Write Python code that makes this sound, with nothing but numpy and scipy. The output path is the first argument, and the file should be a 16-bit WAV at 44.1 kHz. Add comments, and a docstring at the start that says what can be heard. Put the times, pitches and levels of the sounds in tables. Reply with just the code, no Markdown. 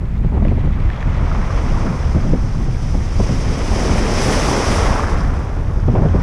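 """Wind rumbles on the microphone and hits it in short, rough buffets, on an open pebble beach.
A small wave spills along the shore with a few plops; a larger one breaks close by, fizzes up the
shingle and drains back, leaving single stones clicking. The wind is low pressure noise, swelled by
gusts. The surf is clouds of tiny rings over a noise bed: air pockets boom, bubbles churn, stones
roll and foam fizzes."""
import sys
import numpy as np
from scipy import signal
from scipy.fft import rfft, irfft, next_fast_len
from scipy.io import wavfile
from scipy.ndimage import uniform_filter1d, minimum_filter1d

SR = 44100
rng = np.random.default_rng(int(sys.argv[2]) if len(sys.argv) > 2 else 0)


def unload_wav(signal):
    """Save mono or channel-first audio to the path in sys.argv[1] as 16-bit WAV at rate SR, clipped to [-1, 1]."""
    wavfile.write(
        sys.argv[1],
        SR,
        np.round(np.clip(np.atleast_2d(signal).T, -1, 1) * 32767).astype(np.int16),
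    )


N = 274344
TIME = np.arange(N) / SR

# Cue sheets; levels are relative, ahead of each layer's trim and swing.
# wind strength on the microphone: t/s, level/dB
WIND_RIDE = [(0, -21), (.22, -19), (.7, -17), (.97, -22), (1.2, -17), (1.9, -19), (2.8, -18), (3.4, -17.5),
             (4.3, -18), (4.58, -19), (4.8, -18.5), (5.55, -19), (5.95, -15.5), (6.22, -17)]
# single gusts: centre t/s, half-width/s, heave level/dB, flutter level/dB
GUST_CUES = [(0.195, 0.071, -16.5, -38), (0.427, 0.27, -14.5, -19.5), (0.855, 0.084, -13, -24.5),
             (1.08, 0.044, -12, -21), (1.207, .08, -16.5, -20), (1.398, 0.017, -13, -20.5),
             (1.578, 0.05, -15.5, -30), (1.72, 0.13, -15.5, -23), (2.103, 0.04, -13.5, -26),
             (2.166, 0.035, -26, -16), (2.306, 0.073, -13, -25.5), (2.43, 0.028, -10, -24),
             (2.664, 0.16, -19, -21.5), (2.98, 0.057, -18, -19.5), (3.209, 0.073, -12.5, -20),
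             (3.485, 0.056, -32, -21.5), (3.902, 0.063, -18, -21), (4.113, 0.059, -32, -21),
             (4.286, .05, -26, -19), (4.707, 0.031, -14, -24), (4.88, .12, -14, -27),
             (5.15, 0.033, -14, -31), (5.26, 0.15, -17, -31), (5.593, 0.038, -24, -21),
             (5.783, 0.029, -15, -21)]
# vortex hits: t/s, thud level/dB, length/s, rasp level/dB
BUFFET_CUES = [(0.017, -14.5, 0.0078, -39), (0.246, -13, 0.01, -32), (0.321, -15.5, 0.019, -29),
               (0.338, -18.5, 0.027, -29), (0.367, -21, 0.019, -25), (0.422, -10.5, 0.012, -24),
               (0.451, -30, 0.0062, -20), (0.465, -15.5, 0.03, -50), (0.514, -16.5, .018, -26),
               (0.574, -20.5, 0.014, -28), (0.637, -14, 0.024, -33), (0.671, -18.5, 0.008, -22),
               (1.838, -16, 0.069, -53), (2.145, -11, 0.024, -31), (2.244, -15.5, 0.11, -41),
               (2.332, -12, 0.02, -25), (2.679, -13.5, 0.016, -45), (2.943, -15.5, 0.013, -24.5),
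               (3.196, -11, 0.019, -21.5), (3.289, -14.5, 0.04, -43), (5.876, -14.5, 0.046, -31),
               (5.881, -14, 0.013, -20), (5.938, -11, 0.021, -30), (5.95, -23, 0.03, -19),
               (5.979, -12, 0.035, -28), (6.017, -14, 0.042, -23), (6.052, -9, 0.011, -21),
               (6.14, -12, 0.029, -23)]
# short sharp clicks (a tick of wind rasp at 0.45 s, then stones knocking): t/s, level/dB, f/Hz
CLICK_CUES = [(.1666, -37, 2280), (.45, -22.5, 2070), (.4829, -25.5, 2550), (0.902, -16.5, 1800),
              (0.9747, -30, 3370), (1.028, -17, 1770), (1.723, -31, 2400), (2.0439, -28, 2900),
              (5.0974, -27, 5030), (5.207, -24, 5160), (5.6611, -41, 5600), (5.8013, -34, 4950),
              (6.0872, -29, 3080)]
# large bubbles in the spilling crest: t/s, level/dB, starting f/Hz
PLOP_CUES = [(1.315, -17.5, 1220), (1.35, -17.5, 1070), (1.504, -18, 1070), (1.575, -20, 950),
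             (1.775, -19.5, 910), (1.868, -19.5, 1240), (2.547, -25.5, 1044)]
# waves running up: t/s, hold/s, build/(dB/s), ebb/(dB/s), churn level/dB, shingle level/dB
RUN_UPS = [(1.2, 0.68, 11, 12, -32.5, -37.5), (4.271, .68, 12.5, 23, -23.5, -29.5),
           (6.45, .6, 20, 20, -25, -40)]
# stretches of crest collapsing:
# t/s, rise per 10 dB/s, foam hold/s, foam level/dB, plunge level/dB, plunge hold/s
COLLAPSES = [(1.285, 0.23, 0.49, -50, -34.5, 0.22), (1.596, 0.33, .95, -44.5, -33, 0.18),
             (2.826, 0.27, 0.83, -43.5, -37, 0.22), (3.21, 0.1, 1.4, -39, -29.5, 0.33),
             (3.756, 0.14, 0.6, -34, -20.5, 0.08), (4.216, 0.13, .55, -29, -23, 0.3),
             (6.35, 0.98, .5, -48.5, -40, .3)]

# EQ curves, all f/Hz, level/dB
FAR_SEA_EQ = [(300, -3), (800, 5.5), (2000, -10), (4000, -19), (7000, -19.5), (11000, -26.5),
              (12000, -13.5), (15000, -32)]  # distant hush
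HEAVE_EQ = [(5, -46), (16, -4), (26, 3.5), (40, 0), (80, -4), (110, -13.5), (200, -30), (500, -81.5)]  # large eddies
FLUTTER_EQ = [(55, -19), (90, 0), (120, -2), (200, -9.5), (290, -16), (500, -26), (1000, -42), (3000, -75),
              (10000, -84)]  # small eddies
THUD_EQ = [(60, -11.5), (125, 1.5), (190, 1), (260, -8), (400, -15.5), (650, -23.5), (1500, -61),
           (4000, -88)]  # body of a buffet
RASP_EQ = [(200, 0), (400, 7.5), (600, 5.5), (900, -2.5), (1250, -13.5), (2200, -23.5), (3300, -33.5),
           (5500, -65), (9000, -89)]  # its torn edge
FIZZ_EQ = [(1500, -7.5), (3200, -5), (4200, -10.5), (4600, -4.5), (5100, 1), (6100, -0.5), (6900, -11.5),
           (8500, -14.5), (10500, -20), (15000, -34.5)]  # fresh foam
SPRAY_EQ = [(3000, 1.5), (6000, -3), (8000, -2.5), (10500, -4.5), (15000, -17)]  # flying droplets
CRACKLE_EQ = [(2000, -14), (4200, -7), (5500, 0), (7000, -5), (10500, -8), (15000, -19)]  # single foam bursts
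PLUNGE_EQ = [(90, -34), (200, 3.5), (330, -1.5), (550, -5), (800, -11), (1300, -16), (3000, -56)]  # trapped air pockets
CHURN_EQ = [(200, -22.5), (450, -0.5), (750, -2), (1100, -1.5), (1400, -5), (1900, -12.5), (4000, -54)]  # bubbling water
SHINGLE_EQ = [(800, 1), (1500, -6.5), (2000, 1.5), (2400, -2), (2800, -8), (3300, -9.5), (4200, -17),
              (6000, -19.5), (9000, -34), (15000, -52)]  # rolling stones
HOUSING_EQ = [(10600, 0.5), (11300, -6.5), (12000, -15), (13400, -2.5), (15000, -9)]  # microphone housing, notched near 12 kHz
TICK_EQ = [(2500, -5), (4000, -8), (7000, -31)]  # settling pebbles
SPLASH_EQ = [(500, -13), (1100, 10), (2000, -6), (3500, -23), (8000, -43)]  # water landing


def from_db(db):
    """Decibels to gain."""
    return 10 ** (np.asarray(db) / 20)


def rms_one(x):
    """Scale to unit power."""
    return x / np.sqrt(np.mean(x ** 2) + 1e-20)


def together(gains):
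    """Unrelated noises add in power."""
    return np.sqrt(sum(g ** 2 for g in gains))


def envelope(start, hold, rise_db_per_s, fall_db_per_s, sag_db_per_s=0):
    """Gain that climbs to 1 at start, sags while it holds, then dies away."""
    age = TIME - start
    return from_db(-rise_db_per_s * np.maximum(-age, 0)
                   - sag_db_per_s * np.clip(age, 0, hold)
                   - fall_db_per_s * np.maximum(age - hold, 0))


def coloured(x, eq):
    """Apply an EQ curve whose points are joined on a log-frequency axis."""
    hz, db = np.transpose(eq)
    size = next_fast_len(N + SR // 10)
    bins = np.maximum(np.fft.rfftfreq(size, 1 / SR), 1)
    gain = from_db(np.interp(np.log(bins), np.log(hz), db))
    return irfft(rfft(x, size) * gain, size)[:N]


def drift(rate):
    """Smooth random wobble of spread 1 that changes about rate times a second."""
    bins = np.fft.rfftfreq(N, 1 / SR)
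    return rms_one(irfft(rfft(rng.standard_normal(N)) / (1 + (bins / rate) ** 4), N))


def ring(clicks, hz, t60):
    """Each click sets a damped sine ringing."""
    r = from_db(-60 / (t60 * SR))
    w = 2 * np.pi * min(hz, .45 * SR) / SR
    return signal.lfilter([0, np.sin(w)], [1, -2 * r * np.cos(w), r * r], clicks + 1e-18)


def turbulence(eq, even_s):
    """Pressure noise whose strength holds steady over spans longer than even_s."""
    x = coloured(rng.standard_normal(N), eq)
    span = max(int(even_s * SR), 2)
    power = uniform_filter1d(uniform_filter1d(x ** 2, span), span)
    return x / np.sqrt(power + 1e-12)


def grains(per_s, low_hz, high_hz, cycles, spread_db, count=24):
    """A cloud of short rings of random size and pitch, with an even spectrum between the edges."""
    sizes = from_db(spread_db * np.minimum(rng.exponential(1, N), 4.5)) * rng.choice([-1, 1], N)
    clicks = sizes * (rng.random(N) < per_s / SR)
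    voice = rng.integers(0, count, N)
    pitches = np.geomspace(low_hz, high_hz, count)
    return rms_one(sum(np.sqrt(hz) * rms_one(ring(clicks * (voice == k), hz, cycles / hz))
                       for k, hz in enumerate(pitches)))


def wash(near, eq, far_db, surge_db, surge_rate):
    """Near grains sit in the smooth sum of far ones, and all surge together by surge_db."""
    mix = coloured(near + from_db(far_db) * rng.standard_normal(N), eq)
    return rms_one(rms_one(mix) * from_db(surge_db * drift(surge_rate)))


def far_sea(level_db=-49):
    """The distant sea blurs into a steady bed of hush."""
    return from_db(level_db) * rms_one(coloured(rng.standard_normal(N), FAR_SEA_EQ))


def settling(level_db=-58):
    """Loose pebbles tick here and there along the water's edge."""
    ticks = grains(240, 1430, 4800, cycles=11, spread_db=2.5)
    return from_db(level_db) * rms_one(coloured(ticks, TICK_EQ))


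def wind(heave_db=-18.5, breeze_db=-24.5, calm_hz=260, wake_db=-3.5, wake_s=0.034):
    """Large eddies heave the diaphragm; small ones flutter, dull in a breeze, brighter in gusts."""
    strength_db = np.interp(TIME, *np.transpose(WIND_RIDE))
    swing_db = strength_db - strength_db.mean()
    heave = from_db(heave_db + swing_db + 1.6 * drift(8.4))
    breeze = from_db(breeze_db + swing_db + 3.5 * np.minimum(drift(14.4), 1))  # deep lulls, mild peaks
    puffs = np.zeros(N)
    for t, width, gust_db, puff_db in GUST_CUES:
        bell = np.exp(-2 * np.minimum(np.abs(TIME - t) / width, 10) ** 2)
        heave = together([heave, from_db(gust_db) * bell])
        puffs = together([puffs, from_db(puff_db) * bell])
    for t, thud_db, length, _ in BUFFET_CUES:  # eddies trail each buffet
        wake = from_db(thud_db + wake_db) * envelope(t + length, 0, 20 / length, 10 / wake_s)
        puffs = np.maximum(puffs, wake)
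    lowpass = signal.butter(2, calm_hz, fs=SR, output="sos")
    calm = signal.sosfilt(lowpass, turbulence(FLUTTER_EQ, even_s=0.022))
    return (heave * turbulence(HEAVE_EQ, even_s=0.064)
            + breeze * calm
            + puffs * turbulence(FLUTTER_EQ, even_s=0.031))


def buffets(thud_trim_db=-2.5, tear_db=1.0, thud_rise_s=0.0015, rasp_rise_s=0.0027):
    """A vortex hits the port: an abrupt thud with a torn rasp on top, gone once it has passed."""
    thud, rasp = np.zeros(N), np.zeros(N)
    for t, thud_db, length, rasp_db in BUFFET_CUES:
        age = np.maximum(TIME - t, 0)
        passing = np.exp(-np.minimum(age / length, 3) ** 4)
        thud += from_db(thud_db + thud_trim_db) * passing * np.minimum(age / thud_rise_s, 1)
        rasp += from_db(rasp_db) * passing * np.minimum(age / rasp_rise_s, 1)
    torn = rms_one(turbulence(RASP_EQ, even_s=0.0018) * from_db(tear_db * drift(230)))
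    return thud * turbulence(THUD_EQ, even_s=0.0056) + rasp * torn


def sharp_clicks(trim_db=-2, lowpass_hz=5500, t60=.01):
    """Three quickly damped modes, top softened, voice a tick of wind rasp or a wet stone's knock."""
    modes = np.zeros(N)
    for t, db, hz in CLICK_CUES:
        click = np.zeros(N)
        click[int(t * SR)] = from_db(db + trim_db)
        modes += (ring(click, hz, t60)
                  + .2 * ring(click, 1.35 * hz, t60)
                  + .15 * ring(click, 1.6 * hz, t60 / 2))
    return signal.sosfilt(signal.butter(2, lowpass_hz, fs=SR, output="sos"), modes)


def plops(t60=0.024, glide=8.0, trim_db=-2, splash_db=-7, splash_t60=0.045, rise_s=0.0018):
    """A lump of water splashes in and traps a bubble, whose pitch climbs as it nears the surface."""
    bubbles, splash = np.zeros(N), np.zeros(N)
    age = np.arange(SR // 10) / SR
    for t, db, hz in PLOP_CUES:
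        span = slice(int(t * SR), int(t * SR) + len(age))
        chirp = np.sin(2 * np.pi * hz * age * (1 + glide * age))
        bubbles[span] += from_db(db + trim_db - 60 * age / t60) * chirp
        splash[span] += from_db(db + splash_db - 60 * age / splash_t60) * np.minimum(age / rise_s, 1)
    return bubbles + splash * turbulence(SPLASH_EQ, even_s=.01)


def foam(old_foam_db=-74, spray_db=-32, spray_growth=1.4, crackle_db=-18, crackle_lag_s=0.15):
    """Each collapse leaves fizz; a heavy one adds bright spray, and thin foam crackles in the tail."""
    fresh, thin = from_db(old_foam_db), 0
    for t, rise, hold, db, _, _ in COLLAPSES:
        # foam thins while it lies, then sinks into the stones
        lying = envelope(t, hold, 10 / rise, fall_db_per_s=34, sag_db_per_s=2)
        bursting = envelope(t + crackle_lag_s, hold, 10 / rise, fall_db_per_s=19.5)
        fresh = together([fresh, from_db(db) * lying])
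        thin = together([thin, from_db(db + crackle_db) * bursting])
    bubbles = grains(12000, 2170, 12200, cycles=3.8, spread_db=2.5)
    fizz = wash(bubbles, FIZZ_EQ, far_db=3, surge_db=0.76, surge_rate=28)
    droplets = grains(5700, 5000, 15000, cycles=2.2, spread_db=-1.5)
    spray = wash(droplets, SPRAY_EQ, far_db=5, surge_db=1.8, surge_rate=19)
    spray_gain = from_db(spray_db) * (fresh / fresh.max()) ** spray_growth
    bursts = (rng.random(N) < 300 / SR) * from_db(2.2 * np.minimum(rng.exponential(1, N), 3))
    crackle = rms_one(coloured(bursts * rng.choice([-1, 1], N), CRACKLE_EQ))
    return fresh * fizz + spray_gain * spray + thin * crackle


def surf(plunge_lag_s=0.039, kick_db=-16.5, lapping_db=-56, growth_db_per_s=2.5, shingle_lead_s=0.11):
    """Air pockets boom where a crest collapses; bubbles churn and stones roll as each wave runs up."""
    plunge = together(from_db(db) * envelope(t + plunge_lag_s, hold, 10 / rise, fall_db_per_s=12.5)
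                      for t, rise, _, _, db, hold in COLLAPSES)
    churn = from_db(lapping_db)  # the water never rests between waves
    shingle = from_db(kick_db) * plunge  # each plunge throws stones about
    for t, hold, build, ebb, churn_db, shingle_db in RUN_UPS:
        # the water grows wilder as it runs up, and stones roll ahead of it
        running = envelope(t, hold, build, ebb, sag_db_per_s=-growth_db_per_s)
        rolling = envelope(t - shingle_lead_s, hold, build, ebb)
        churn = together([churn, from_db(churn_db - growth_db_per_s * hold / 2) * running])
        shingle = together([shingle, from_db(shingle_db) * rolling])
    pockets = grains(600, 184, 924, cycles=14.4, spread_db=0.5)
    bubbles = grains(700, 306, 2460, cycles=15.7, spread_db=3)
    stones = grains(2000, 1365, 10400, cycles=5.9, spread_db=3)
    return (plunge * wash(pockets, PLUNGE_EQ, far_db=8, surge_db=0.3, surge_rate=18)
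            + churn * wash(bubbles, CHURN_EQ, far_db=11.5, surge_db=0, surge_rate=16)
            + shingle * wash(stones, SHINGLE_EQ, far_db=3.5, surge_db=1.35, surge_rate=27))


def scene():
    """Open-air mono mix: the far sea behind, the shore a few metres off, wind right on the mic."""
    bed = far_sea()
    shore = surf() + foam() + plops() + settling()
    return (bed + shore + sharp_clicks() + wind() + buffets())[None]


def record(dry, ceiling=.76, cutoff_hz=15000):
    """The housing colours the treble, a limiter holds down the strongest gusts, the top is cut."""
    x = coloured(dry[0], HOUSING_EQ)
    span = SR // 100
    gain = np.minimum(1, ceiling / (np.abs(x) + 1e-9))
    limited = x * uniform_filter1d(minimum_filter1d(gain, span), span)
    return signal.sosfilt(signal.ellip(10, .1, 90, cutoff_hz, fs=SR, output="sos"), limited)[None]


dry = scene()
out = record(dry)
unload_wav(out)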